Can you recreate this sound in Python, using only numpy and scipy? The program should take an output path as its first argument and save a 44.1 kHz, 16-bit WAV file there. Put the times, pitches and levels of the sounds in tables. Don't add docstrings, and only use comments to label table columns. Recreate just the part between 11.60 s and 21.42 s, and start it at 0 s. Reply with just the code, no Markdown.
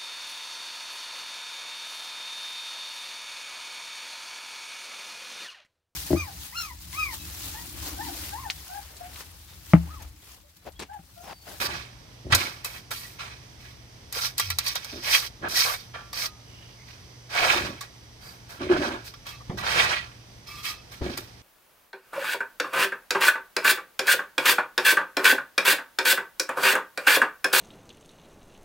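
import sys
import numpy as np
from scipy import signal
from scipy.fft import rfft, irfft, next_fast_len
from scipy.io import wavfile

SR = 44100
rng = np.random.default_rng(int(sys.argv[2]) if len(sys.argv) > 2 else 0)


def file_out(sig):
    cols = np.atleast_2d(sig).T
    lim = np.clip(cols, -1, 1)
    pcm = np.round(lim * 32767).astype(np.int16)
    wavfile.write(sys.argv[1], SR, pcm)


N = 433062

# (time [s], relative level [dB], treble over it [dB], time to fade by 60 dB [s])
TAPS = [(0.722, -6, -10, 0.075), (0.7488, -14, 10, 0.052), (1.046, -25, 1, 0.081), (1.313, -20, -10, 0.054),
        (2.5255, -29.5, 7, 0.033), (2.7806, -23.5, 9, 0.041), (2.797, -6, -11, 0.059),
        (2.9019, -14.5, -4, 0.055), (2.9855, -13, 4.5, 0.038), (3.063, -20.5, -7, 0.08),
        (3.081, -23.5, 4.5, 0.035), (3.154, -13.5, -6, 0.061), (3.245, -23, -3, 0.036),
        (4.5309, -23, -4.5, 0.025), (5.748, -24.5, -12, 0.088), (6.2085, -30.5, 3, 0.14),
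        (7.538, -27.5, -22, 0.045), (7.6662, -24, -11, 0.027), (9.575, -17, -7.5, 0.042)]
# (pitch [Hz], level pressed down [dB], level held loosely [dB], free time to fade by 60 dB [s])
BLADE = [(1180, -3, -12, .15), (1370, -2, -20, .15), (1720, -9, -20, .1), (1950, -4, -20, .1),
         (2300, -5, -11, .1), (2610, -5, -4, .08), (3290, -6, -6, .1), (3700, -6, -10, .1),
         (4130, -6, -8, .1), (4640, -5, -9, .1), (5130, -5, -7, .1), (5750, -8, -14, .1)]
TAP_TILT_DB = -3
TURN_RAD = 1.305


def amp(db):
    return np.exp(np.asarray(db) * (np.log(10) / 20))


def rms_one(x):
    return x / np.sqrt(np.mean(x ** 2) + 1e-20)


def in_time(rows):
    s, *columns = np.transpose(rows)
    return [np.interp(np.arange(N) / SR, s, column) for column in columns]


def at_hz(points, hz):
    points = np.array(points)
    return np.interp(np.log(hz), np.log(np.maximum(points[:, 0], 1)), points[:, 1])


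def colour(x, points):
    size = next_fast_len(N)
    hz = np.maximum(np.arange(size // 2 + 1) * SR / size, 1)
    below, above = (points[0][0] * .8, -70), (points[-1][0] * 1.15, -70)
    gain = amp(at_hz([below] + list(points) + [above], hz))
    return rms_one(irfft(rfft(x, size) * gain, size)[..., :N])


def drift(rate):
    step = 40
    r = np.exp(-2 * np.pi * rate * step / SR)
    noise = rng.standard_normal(N // step + 2002)
    slow = signal.lfilter([1], [1, -2 * r, r * r], noise)[2000:]
    return np.interp(np.arange(N) / step, np.arange(len(slow)), rms_one(slow))


def ring(x, hz, t60):
    r, w = amp(-60 / (t60 * SR)), 2 * np.pi * hz / SR
    return signal.lfilter([0, np.sin(w)], [1, -2 * r * np.cos(w), r * r], x + 1e-18)


def grains(per_s, spread_db):
    sizes = amp(spread_db * np.minimum(rng.exponential(1, (3, N)), 4.5))
    signs = rng.choice([-1, 1], (3, N))
    present = rng.random((3, N)) < per_s / SR
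    return rms_one(sizes * signs * present)


def swells(rows):
    rise_power, fall_power = 0.84, 1.18
    fall_db = 30
    t, power = np.arange(N) / SR, np.zeros(N)
    for start, rise, hold, fall, db, *_ in rows:
        rise, hold, fall = np.maximum([rise, hold, fall], [.002, 0, .01])
        span = slice(round(start * SR), round((start + rise + hold + 2 * fall) * SR))
        since = np.maximum(t[span] - start, 0)
        fallen_db = fall_db * (np.maximum(since - rise - hold, 0) / fall) ** fall_power
        risen = np.minimum(since / rise, 1) ** rise_power
        power[span] += (risen * amp(db - fallen_db)) ** 2
    rows = np.array(rows)
    latest = np.maximum(np.searchsorted(rows[:, 0], t, side="right") - 1, 0)
    return np.sqrt(power), rows[latest].T


def gliding(rows):
    level, (start, *_, first_hz, glide) = swells(rows)
    hz = first_hz + glide * np.clip(np.arange(N) / SR - start, 0, .5)
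    return level, 2 * np.pi * np.cumsum(hz) / SR


def bursts(levels_db, rise_s):
    out = np.zeros(N)
    for (s, _, _, t60), db in zip(TAPS, levels_db):
        first = round(s * SR)
        t = np.arange(min(int(.25 * SR), N - first)) / SR
        out[first:][:len(t)] += amp(db - 60 * t / max(t60, .01)) * (1 - np.exp(-t / rise_s))
    return out


def pressed_blade(x):
    wet_damping = .35
    rings = 0
    for hz, pressed_db, _, t60 in BLADE:
        rings = rings + amp(pressed_db + 5 * drift(9)) * rms_one(ring(x, hz, t60 * wet_damping))
    return rms_one(rings) * np.sqrt(np.mean(x ** 2))


def scraping():
    # (start [s], rise [s], hold [s], fall [s], relative pressure [dB],
    # fine sand over it [dB], coarse stones over it [dB])
    strokes = [(0, 0.0014, 0.063, 0.062, -31, 0.5, 0.5), (.075, 0.0089, 0.064, 0.22, -34.5, -3.5, -1.5),
               (.7, 0.028, 0.0079, 0.071, -23.5, -6.5, 0), (.745, 0.049, 0.014, 0.23, -28, -1.5, -2.5),
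               (1.04, 0.0037, 0.13, 0.085, -45, 1, 0), (1.305, 0.0035, 0.0028, 0.3, -39, 2, 1),
               (1.34, 0.011, 0.12, 0.21, -49, 2, -12), (1.585, 0.013, 0.015, 0.27, -35, -4.5, -4.5),
               (1.99, 0.02, 0.095, 0.12, -52, -1.5, -23), (2.518, 0.065, 0.079, 0.087, -34.5, 1.34, -2.5),
               (2.772, 0.013, .001, 0.27, -33, 0, -13), (2.98, 0.0085, 0.072, 0.19, -39, -1.5, -7),
               (3.04, 0.043, 0.05, 0.035, -40, 0.5, -8), (3.14, 0.0066, 0.22, 0.32, -45, -1, -2.5),
               (3.42, 0.057, 0.036, .1, -30, 0, -4), (3.49, 0.053, 0.01, 0.12, -21.5, 0.5, -8),
               (3.6, 0.026, 0.042, 0.031, -38.5, 0.5, -7), (3.82, 0.014, 0.021, 0.25, -37.5, -18, 11.5),
               (3.885, 0.076, 0.044, 0.1, -32.5, 2, 3.5), (3.95, 0.022, 0.036, 0.21, -24, 1, -10),
               (4.05, 0.035, 0.065, 0.02, -36, 1.5, 0), (4.335, 0.019, 0.01, 0.14, -42, -11, 6.5),
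               (4.525, 0.07, 0.066, 0.043, -33.5, 1, -1.5), (5.25, 0.034, 0.018, 0.23, -51, -2, -1),
               (5.69, 0.22, .001, .27, -20.5, -3.5, 0.5), (6.6, 0.047, 0.059, 0.15, -52, 1.5, 6),
               (6.885, 0.019, .001, 0.17, -45, 0.5, 7.5), (6.99, 0.031, 0.029, 0.15, -36.5, -9, -2),
               (7.09, 0.034, .001, 0.18, -28.5, -9, 9.5), (7.17, 0.07, 0.0011, 0.25, -30, -5.5, 4.5),
               (7.44, 0.031, 0.008, 0.055, -42, 1, -2.5), (7.65, 0.039, 0.0019, 0.12, -40, -0.5, -3),
               (7.97, 0.0086, 0.024, 0.11, -37, -2, 4), (8.02, 0.091, .001, 0.41, -24, -4, 1),
               (8.13, 0.066, .001, 0.24, -18.5, -4.5, -0.5), (8.27, 0.051, .001, 0.14, -24.5, -6.5, -2.5),
               (8.865, 0.01, 0.13, 0.24, -49, 1, -33), (9.025, 0.028, 0.05, 0.078, -33, 0, -20),
               (9.31, 0.012, .001, 0.17, -45, 0, -3.5), (9.41, 0.033, 0.096, 0.1, -40, -4, 0),
               (9.57, 0.0032, .001, 0.19, -42, 0.5, -4)]
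    # (pitch [Hz], level per Hz [dB])
    grit_points = [(650, -14), (1100, -5), (1660, 2.5), (2480, 9), (3300, -2), (4290, -4), (7260, -120)]
    # (pitch [Hz], level per Hz [dB])
    sharp_points = [(3000, -19), (4030, -4.5), (4780, -0.5), (6100, -0.5), (7600, -46.5)]
    # (pitch [Hz], level per Hz [dB])
    sand_points = [(3710, -4), (6300, -7.5), (9840, -9.5), (13700, -7.5), (15600, -9)]
    # (pitch [Hz], level per Hz [dB])
    stone_points = [(330, -15.5), (500, -4), (1300, -2), (1690, 3), (2860, -120)]
    flat_from_s, flat_to_s = 2.4, 5.5
    flat_sharp_db = 5.0

    pressure, (start, *_, sand_db, stone_db) = swells(strokes)
    flat = (start > flat_from_s) & (start < flat_to_s)
    sharp_db = -1.5 + sand_db + flat_sharp_db * flat
    _, tap_db, treble_db, _ = np.array(TAPS).T
    stroke = pressure * amp(-7.5 + 0.84 * drift(43))
    contact = stroke + bursts(tap_db - 12, rise_s=0.013)

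    crushed = grains(7000, 3.3)
    grit = colour(crushed, grit_points) * amp(2.5 * drift(40))
    sharp = colour(crushed, sharp_points) * amp(sharp_db + 2.5 * drift(15))
    rubbed = (grit + sharp) * contact
    ringing = amp(-5) * pressed_blade(rubbed)

    sand = colour(grains(9000, 3.5), sand_points)
    dull = signal.lfilter(*signal.butter(2, 9500, fs=SR), sand)
    sand = dull + (sand - dull) * amp(1.83 * sand_db)
    sand_bursts = bursts(tap_db + treble_db - 9, rise_s=0.000076)
    sand = sand * (stroke * amp(sand_db) + sand_bursts)

    stones = colour(grains(2500, 2.4), stone_points) * contact
    stones = stones * amp(stone_db + 2.23 * drift(22.7))
    return rubbed + ringing + sand + stones


def struck_blade():
    ring_db, spread_db = -15, 5.5
    damping = .4
    s, db = np.array(TAPS).T[:2]
    chance, out = rng.standard_normal((len(s), len(BLADE))), 0
    for (hz, pressed_db, _, t60), luck in zip(BLADE, chance.T):
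        tilt_db = TAP_TILT_DB * np.log2(hz / 1000)
        clicks = np.zeros(N)
        clicks[(s * SR).astype(int) + 40] = amp(db + pressed_db + ring_db + tilt_db + spread_db * luck)
        out = out + ring(clicks, hz, t60 * damping)
    return signal.lfilter(*signal.butter(2, 800, "high", fs=SR), out)


def clinks():
    # (time [s], relative level of a mode at 1 kHz [dB], ring time over the mode's own [times],
    # pitches struck [Hz])
    knocks = [(.722, -20, .9, (1890, 2390)), (1.311, -29, .4, (1370, 1950, 2300)),
              (4.343, -42, 3.6, (1165, 1378, 1770, 2400, 3190)), (4.528, -29, .4, (3700, 4640, 5600)),
              (4.62, -40, 2.8, (1240,)), (6.2105, -31, .5, (1140, 1690, 3660, 4300, 5730))]
    out, t = np.zeros(N), np.arange(int(.3 * SR)) / SR
    for s, db, longer, struck in knocks:
        for hz in struck:
            nearest = min(BLADE, key=lambda mode: abs(mode[0] - hz))
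            t60 = longer * nearest[3]
            fade = amp(db + TAP_TILT_DB * np.log2(hz / 1000) - 60 * t / t60)
            tone = np.sin(2 * np.pi * (hz * t + rng.random()))
            out[round(s * SR):][:len(t)] += fade * tone * np.minimum(t / 0.0029, 1)
    return out


def singing():
    # (start [s], rise [s], hold [s], fall [s], relative level [dB], lowest pitch [Hz], glide [Hz/s])
    songs = [(7.655, 0.01, 0.091, 0.06, -53, 1177, 1), (8.862, 0.029, 0.11, .12, -49.5, 1190, 25),
             (9.025, 0.04, 0.033, 0.15, -42, 1225, 27)]
    level, phase = gliding(songs)
    rubbing = grains(900, 3.0)
    r = amp(-60 / (.07 * SR))
    swell = signal.lfilter([1], [1, -r], rubbing[0] + 1j * rubbing[1])
    steady = .4 * np.std(swell)
    lowest = rms_one(np.real((swell + steady) * np.exp(1j * phase)))
    upper = 0
    for hz, _, loose_db, t60 in BLADE:
        upper = upper + amp(loose_db + 3 * drift(20)) * rms_one(ring(rubbing[2], hz, t60))
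    return level * (lowest + upper)


def hollow():
    # (start [s], rise [s], hold [s], fall [s], relative level [dB], rumble of the boards over it [dB])
    rubs = [(0, 0.0054, 0.099, 0.22, -48, 2.5), (.645, 0.023, 0.11, 0.23, -41, -3),
            (3.325, 0.01, 0.043, 0.085, -39.5, -12), (3.81, 0.019, 0.0011, 0.21, -39.5, -4),
            (5.8, 0.24, 0.042, 0.11, -37, -3.5), (6.99, 0.044, 0.27, 0.13, -31, -14.5),
            (7.893, 0.0056, 0.0092, 0.29, -40.5, 2), (8.0, 0.23, .03, 0.24, -46.5, 5.5),
            (9.408, 0.003, 0.1, 0.17, -35.5, -6)]
    # (pitch [Hz], width [Hz], relative level [dB])
    cavity_modes = [(276, 21, -7), (356, 39, 7), (571, 56, 0)]
    level, (*_, rumble_db) = swells(rubs)
    slips = grains(350, 3.6)
    cavity = 0
    for hz, width, db in cavity_modes:
        cavity = cavity + amp(db + 0.47 * drift(13.0)) * rms_one(ring(slips[0], hz, 1.6 / width))
    cavity = colour(cavity, [(190, -3.0), (900, -6.5)])
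    rumble = colour(slips[1], [(40, -7), (70, 11.0), (220, 3.5)])
    return level * (cavity + amp(rumble_db) * rumble)


def thuds():
    # (time [s], relative level [dB], pitch [Hz], time to fade by 60 dB [s], relative knock level [dB])
    blows = [(0.723, -15, 109.5, 0.12, -32), (0.745, -18, 93, 0.14, -34), (2.567, -26, 494, 0.032, -43),
             (7.897, -10, 149, 0.022, -20.5), (9.414, -22, 70, 0.17, -21)]
    out, t = np.zeros(N), np.arange(int(.3 * SR)) / SR
    for s, db, hz, t60, knock_db in blows:
        rough = signal.lfilter(*signal.butter(2, 900, fs=SR), rng.standard_normal(len(t)))
        knock = rough * amp(knock_db - 60 * t / 0.18)
        fade = amp(-60 * t / max(t60, .02)) * (1 - np.exp(-t / 0.0031))
        swing = np.sin(2 * np.pi * hz * t) * fade
        out[round(s * SR):][:len(t)] += amp(db) * swing + knock
    return out


def boom():
    # (start [s], rise [s], hold [s], fall [s], relative level [dB], first pitch [Hz], glide [Hz/s])
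    low_tones = [(2.82, 0.064, 0.033, 0.19, -34.5, 103.1, -150),
                 (7.094, 0.0183, 0.0053, 0.034, -12, 361, -100)]
    level, phase = gliding(low_tones)
    return level * np.sin(phase)


def whistles():
    # (start [s], end [s], pitch [Hz], relative level [dB])
    breathy_tones = [(4.84, 5.2, 2820, -55), (5.16, 5.25, 2190, -56), (5.736, 5.913, 720, -32),
                     (6.6, 6.745, 4720, -52), (7.11, 7.22, 280, -30), (7.797, 7.83, 1200, -46)]
    out, air, flutter_db = np.zeros(N), rng.standard_normal(N), 1.6 * drift(25)
    for start, end, hz, db in breathy_tones:
        span = slice(round(start * SR), round(end * SR))
        tone = rms_one(ring(air, hz, min(0.049, 60.0 / hz)))[span]
        fade = np.hanning(span.stop - span.start) ** .5
        out[span] += amp(db + flutter_db[span]) * tone * fade
    return out


def whine():
    # (pitch before the drift [Hz], level relative to the strongest [dB])
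    lines = [(4694, -6), (4755, -6), (5292, -5), (5355, -6), (5953, -5), (6016, 0), (6078, -4)]
    # (time [s], pitch [Hz], relative level [dB])
    strongest_line = [(0, 6011, -65), (5.2, 6016, -62), (9.82, 6021, -66)]
    top_hz, level_db = in_time(strongest_line)
    strongest_hz = max(lines, key=lambda line: line[1])[0]
    turns = np.cumsum(top_hz) / SR / strongest_hz
    out = np.zeros((2, N))
    for hz, db in lines:
        waver_db = 2.5 * np.array([drift(3), drift(3)])
        phase = 2 * np.pi * (hz * turns + rng.random()) + [[0], [TURN_RAD]]
        out += amp(level_db + db + waver_db) * np.sin(phase)
    return out * amp([[-1], [2]])


def site():
    # (time [s], level [dB])
    noise_level = [(0, -51), (6.7, -51.5), (9.82, -51)]
    # (pitch [Hz], level per Hz [dB])
    noise_points = [(36, -18), (60, -10), (123, -14), (180, -21), (530, -28), (1300, -32.5), (4000, -35.5),
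                    (5800, -33.5), (6500, -42.5), (16300, -50.5)]
    hum_hz, hum_db = 119, -51.5
    level_db = in_time(noise_level)[0]
    air = colour(rng.standard_normal((3, N)), noise_points) * amp(level_db + 0.4 * drift(5.0))
    hum_phase = 2 * np.pi * np.cumsum(hum_hz + 1.42 * drift(1.58)) / SR
    hum = np.sin(hum_phase) * amp(hum_db + 1.5 * drift(4.7))
    return air + hum * [[1], [0], [0]]


def microphones(draws):
    # (pitch [Hz], left over right [dB])
    balance = [(60, 6), (170, -5.5), (400, 0), (1300, -3), (4400, -8.5), (7500, 5.5), (15000, -1)]
    alike_below_hz, lag_above_hz, right_lag_s = 393, 1766, 0.000578
    common = .4
    size = next_fast_len(N + 200)
    hz = np.maximum(np.arange(size // 2 + 1) * SR / size, 1)
    shared, left, right = rfft(draws, size)
    apart = 1 / (1 + (alike_below_hz / hz) ** 4)
    own = np.sqrt(np.maximum(apart, .08) * (1 - common))
    lag_s = right_lag_s / (1 + (lag_above_hz / hz) ** 4)
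    late = np.exp(-1j * (TURN_RAD * apart + 2 * np.pi * hz * lag_s))
    tilt = amp(at_hz(balance, hz) / 2)
    both = np.sqrt(1 - own ** 2) * shared
    left_side = (both + own * left) * tilt
    right_side = (both * late + own * right) / tilt
    sides = np.array([left_side, right_side]) * np.sqrt(1 + apart)
    return irfft(sides, size)[:, :N]


def scene():
    single = hollow() + thuds() + boom() + struck_blade() + whistles()
    single = single * [[1], [.4], [.4]]
    through_pair = microphones(scraping() + single + site())
    free_blade = (clinks() + singing()) * amp([[-1.5], [1.5]])
    return through_pair + whine() + free_blade


def record(dry):
    ceiling = .8
    cutoff_hz = 16600
    rounded = ceiling * np.tanh(dry / ceiling)
    return signal.sosfilt(signal.cheby2(12, 70, cutoff_hz, fs=SR, output="sos"), rounded)


dry = scene()
out = record(dry)
file_out(out)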